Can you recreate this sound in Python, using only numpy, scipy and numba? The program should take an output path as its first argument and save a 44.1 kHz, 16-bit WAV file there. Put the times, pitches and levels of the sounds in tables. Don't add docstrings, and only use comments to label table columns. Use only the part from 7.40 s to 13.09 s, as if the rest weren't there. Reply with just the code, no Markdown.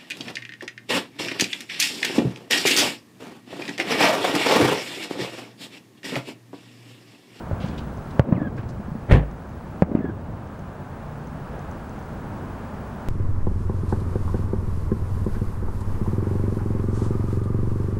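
import sys
import numpy as np
from scipy import signal
from scipy.fft import rfft, irfft, next_fast_len
from scipy.io import wavfile
from scipy.ndimage import uniform_filter1d
from numba import njit

SR = 44100
rng = np.random.default_rng(int(sys.argv[2]) if len(sys.argv) > 2 else 0)


def generate_wav(sig):
    pcm = np.round(np.clip(np.atleast_2d(sig).T, -1, 1) * 32767).astype(np.int16)
    wavfile.write(sys.argv[1], SR, pcm)


def magnitude_from_level(level_db):
    exponent = np.asarray(level_db, float) / 20
    return 10 ** exponent


N = 250786
T = np.arange(N) / SR
GROUND_HZ, GROUND_T60_S = 556, 0.02

# (delay [s], level [dB], pitch [multiple of the rebound frequency])
HOUSE_FRONTS = [(0.0922, -12, 1.6), (0.1278, -2, 1.45), (0.149, -16, 1.3), (0.166, -16.5, 1.3),
                (0.182, -13.5, 1.6), (0.2202, -11.5, 1.8), (0.228, -17.5, 2.2), (0.264, -20, 1.4),
                (0.274, -18.5, 1.8)]


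def band(x, hz, width):
    return signal.lfilter(*signal.iirpeak(hz, hz / width, fs=SR), x)


def cut(x, hz, kind, order=2):
    return signal.sosfilt(signal.butter(order, hz, kind, fs=SR, output="sos"), x)


def unit(x):
    return x / np.sqrt(np.mean(x ** 2))


def noise():
    return rng.standard_normal(N)


def coloured(points):
    hz, db = np.transpose(points)
    size = next_fast_len(N)
    f = np.arange(size // 2 + 1) * SR / size + 1
    weight = magnitude_from_level(np.interp(np.log(f), np.log(hz), db))
    return unit(irfft(rfft(rng.standard_normal(size)) * weight, size)[:N])


def walk(rate):
    k = int(SR / rate)
    held = np.repeat(rng.standard_normal(N // k + 1), k)
    return 1.3 * uniform_filter1d(uniform_filter1d(held, k), k)[:N]


def ring(t, hz, t60, lead=0.):
    u = np.maximum(t, 0)
    return (t >= 0) * np.exp(-np.log(1000) * u / t60) * np.cos(2 * np.pi * hz * u + lead)


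def shock(t, rebound_hz, air_hz):
    push = ring(t, rebound_hz, 0.056, lead=.3)
    push += magnitude_from_level(-4.5) * ring(t, GROUND_HZ, GROUND_T60_S, lead=-.8)
    push += magnitude_from_level(-14) * ring(t, 78, 0.12, lead=np.pi / 2)
    return signal.sosfilt(signal.bessel(4, air_hz, fs=SR, norm="mag", output="sos"), push / 1.54)


def front(t, hz):
    turn = np.maximum(t * hz, 0)
    swing = np.exp(-((turn - .75) / .75) ** 2) * np.sin(2 * np.pi * turn)
    return swing + magnitude_from_level(-11) * ring(t, GROUND_HZ, GROUND_T60_S, lead=-np.pi / 2)


def house_fronts(s, rebound_hz, air_hz):
    echoes = sum(magnitude_from_level(db) * front(T - s - lag, pitch * rebound_hz) for lag, db, pitch in HOUSE_FRONTS)
    return cut(echoes, air_hz, "low", order=3)


def scatter(s):
    t60_s, rise_s = 0.092, .001
    near = (0.0019, 1.5, 0)
    fading = sum(magnitude_from_level(db) * ring(T - s - lag, 0, t60_s) for lag, db, _ in [near] + HOUSE_FRONTS)
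    fading = uniform_filter1d(fading, int(2 * rise_s * SR))
    rough = magnitude_from_level(-22 + walk(200)) * unit(band(noise(), 630, 460))
    return cut(fading * rough, 1700, "low", order=3)


def ribbed_wall():
    first_s, last_s, edge_s = .149, .292, 0.0043
    first_hz, far_hz, settle_s, sag_hz_per_s = 2750, 1830, .025, 1600
    u = np.maximum(T - first_s, 0)
    drop = (first_hz - far_hz) * np.exp(-(u / settle_s) ** 2)
    hz = np.maximum(far_hz - sag_hz_per_s * u, 0) + drop
    uneven = 1 + (.03 + .14 * drop / first_hz) * walk(500)
    patchy_db = 3.5 * walk(160)
    phase = 2 * np.pi * np.cumsum(hz * uneven) / SR
    inside = np.clip(np.minimum(u, last_s - T) / edge_s, 0, 1)
    db = -31.5 + 35 * np.minimum(u, last_s) + patchy_db
    return inside * magnitude_from_level(db) * (np.sin(phase) + .25 * np.sin(2 * phase))


def land_roll(s):
    # (centre [Hz], width [Hz], level [dB], rise [s], 60 dB decay [s])
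    roll_bands = [(109.6, 75, -20, 0.14, 1.86), (236, 100, -18, 0.07, 1.02), (560, 210, -33.5, 0.033, 1.96)]
    out, u = np.zeros(N), np.maximum(T - s, 0)
    for hz, width, db, rise, t60 in roll_bands:
        swell = (1 - np.exp(-u / rise)) ** 2 * magnitude_from_level(-60 * u / t60 + db + 0.66 * walk(25.27))
        out += swell * unit(cut(band(noise(), hz, width), 2 * hz, "low"))
    return out


def bursts():
    # (time [s], level [dB], rebound [Hz], air cut-off [Hz], echoes relative to the shock [dB])
    shells = [(.1120, -11.5, 110, 700, -1.5), (0.7952, 10.5, 122.3, 840, -5.5), (2.422, 8.5, 175, 754, -4)]
    out = np.zeros(N)
    for s, db, rebound_hz, air_hz, echo_db in shells:
        late = house_fronts(s, rebound_hz, air_hz) + scatter(s) + land_roll(s)
        start = int(s * SR)
        late[start:] += cut(ribbed_wall(), air_hz, "low")[:N - start]
        out += magnitude_from_level(db) * (shock(T - s, rebound_hz, air_hz) + magnitude_from_level(echo_db) * late)
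    return out


def mortar():
    # (frequency [Hz], relative density [dB per Hz])
    roar_spectrum = [(35, -24), (60, -7.5), (236, -11), (332, -21), (417, -17), (512, -18.5), (721, -23.5),
                     (1530, -30.5), (1680, -24), (3400, -37.5), (5200, -55.5), (11000, -62.5), (14000, -74)]
    # (time [s], frequency [Hz], level [dB], 60 dB decay [s])
    thumps = [(1.72, 54, -2, 0.42), (1.7234, 105.6, 2, 0.17), (1.768, 144.2, -6, 0.22)]
    u = T - 1.715
    rise, hold_s, fade = 897, 0.0037, 165
    db = np.minimum(np.minimum(rise * u, fade * (hold_s - u)), 0)
    dull = 1.3
    crackle_db = 2.5 * walk(300)
    roar = cut(coloured(roar_spectrum), 91.6, "high") * magnitude_from_level(-5.5 + crackle_db)
    low, mid = cut(roar, 920, "low"), cut(roar, 2200, "low")
    blast = magnitude_from_level(db) * low + magnitude_from_level(dull * db) * (mid - low) + magnitude_from_level(dull ** 2 * db) * (roar - mid)
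    thump = sum(magnitude_from_level(d) * cut(ring(T - s, hz, t60, lead=np.pi / 2), 4 * hz, "low")
                for s, hz, d, t60 in thumps)
    return blast + thump


def far_thuds():
    # (time [s], level [dB], frequency [Hz])
    thuds = [(0.13, -12, 100), (1.191, -12, 116), (1.258, -13, 95), (1.396, -15.5, 194),
             (1.482, -16.5, 212), (1.517, -14, 164), (1.552, -16, 219), (2.885, -21.5, 224),
             (3.067, -26, 152)]
    return sum(magnitude_from_level(db) * cut(ring(T - s, hz, 0.059, lead=-np.pi / 2), 3 * hz, "low") for s, db, hz in thuds)


def rustles():
    # (time [s], level [dB], centre [Hz], fall time constant [s])
    brushes = [(0.204, -45, 2760, 0.11), (.262, -54, 6000, .02), (0.287, -47.5, 3630, 0.01),
               (.382, -41.5, 3080, 0.013), (.71, -53, 4000, 0.007), (1.168, -53, 5000, .006),
               (1.18, -32, 1250, 0.02), (1.232, -50, 2120, 0.019), (1.292, -47.5, 5200, 0.015)]
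    out = np.zeros(N)
    for s, db, hz, fall in brushes:
        width = 0.75 * hz
        shape = np.exp(-np.abs(T - s) / np.where(T < s, 0.0038, fall))
        hush = unit(band(band(noise(), hz, width), hz, width))
        out += shape * magnitude_from_level(db + 2.1 * walk(200)) * hush
    return out


def insect_ticks():
    # (time [s], level [dB])
    ticks = [(0.5736, -43), (1.9131, -44), (2.0936, -46), (3.074, -47), (3.1926, -43), (3.8731, -42),
             (4.193, -41.5), (4.3134, -41), (4.4945, -43), (4.591, -46), (4.627, -47)]
    return sum(magnitude_from_level(db) * ring(T - s, 6250, 0.0059, lead=-np.pi / 2) for s, db in ticks)


def traffic():
    # (frequency [Hz], relative level [dB])
    rumble_spectrum = [(30, -40), (55, -2), (90, -2), (150, -6), (220, -4), (300, -11.5), (400, -16),
                       (600, -36), (900, -120)]
    # (frequency [Hz], relative level [dB])
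    tyre_spectrum = [(180, -4.5), (300, -5), (453, 2.5), (607, 3), (926, 1), (1650, -6.5), (1900, -13),
                     (4000, -27.5), (5200, -41), (8800, -120)]
    deep = unit(cut(band(noise(), 46.4, 90), 2 * 46.4, "low"))
    drone = magnitude_from_level(-8 + 0.99 * walk(3.11)) * unit(band(noise(), 146, 6))
    rumble = coloured(rumble_spectrum) * magnitude_from_level(1.5 * walk(14)) + drone
    tyres = coloured(tyre_spectrum) * magnitude_from_level(.8 * walk(6))
    return magnitude_from_level(-43) * deep + magnitude_from_level(-34.5) * rumble + magnitude_from_level(-39) * tyres


def scene():
    return (bursts() + mortar() + far_thuds() + rustles() + insect_ticks() + traffic())[None]


def preamp_hiss():
    # (frequency [Hz], relative level [dB])
    hiss_spectrum = [(1470, -73), (2500, -37), (4420, -5), (9420, -9.5), (14600, -18), (15000, -11)]
    return magnitude_from_level(-61.5) * coloured(hiss_spectrum)


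def line_whine():
    throb = 1 + .6 * np.sin(2 * np.pi * 13.55 * T)
    return magnitude_from_level(-65) * throb * np.sin(2 * np.pi * 15734 * T)


@njit
def duck(over_db, attack, release, charge, drain_db):
    out, quick, slow = np.empty(len(over_db)), 0., 0.
    for i in range(len(over_db)):
        if over_db[i] > quick:
            quick += attack * (over_db[i] - quick)
        else:
            quick += release * (slow - quick)
        slow = max(slow + charge * (quick - slow) - drain_db, 0.)
        out[i] = quick
    return out


def gain_control(x):
    limit_db, attack_s, release_s, charge_s, drain_db_per_s = -12.5, 0.0014, 0.42, 0.74, 3.6
    sensed = np.abs(cut(x[0], 269, "high"))
    over_db = 20 * np.log10(sensed + 1e-9) - limit_db
    steps = (1 / (s * SR) for s in (attack_s, release_s, charge_s))
    return x * magnitude_from_level(-duck(over_db, *steps, drain_db_per_s / SR))


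def band_limit(x):
    return signal.sosfilt(signal.butter(12, 16480, fs=SR, output="sos"), x)


def record(dry):
    x = dry + preamp_hiss() + line_whine()
    x = np.clip(gain_control(x), -1, 1)
    mix = signal.sosfilt(signal.ellip(10, .3, 60, 15780, fs=SR, output="sos"), x)
    return band_limit(mix)


dry = scene()
out = record(dry)
generate_wav(out)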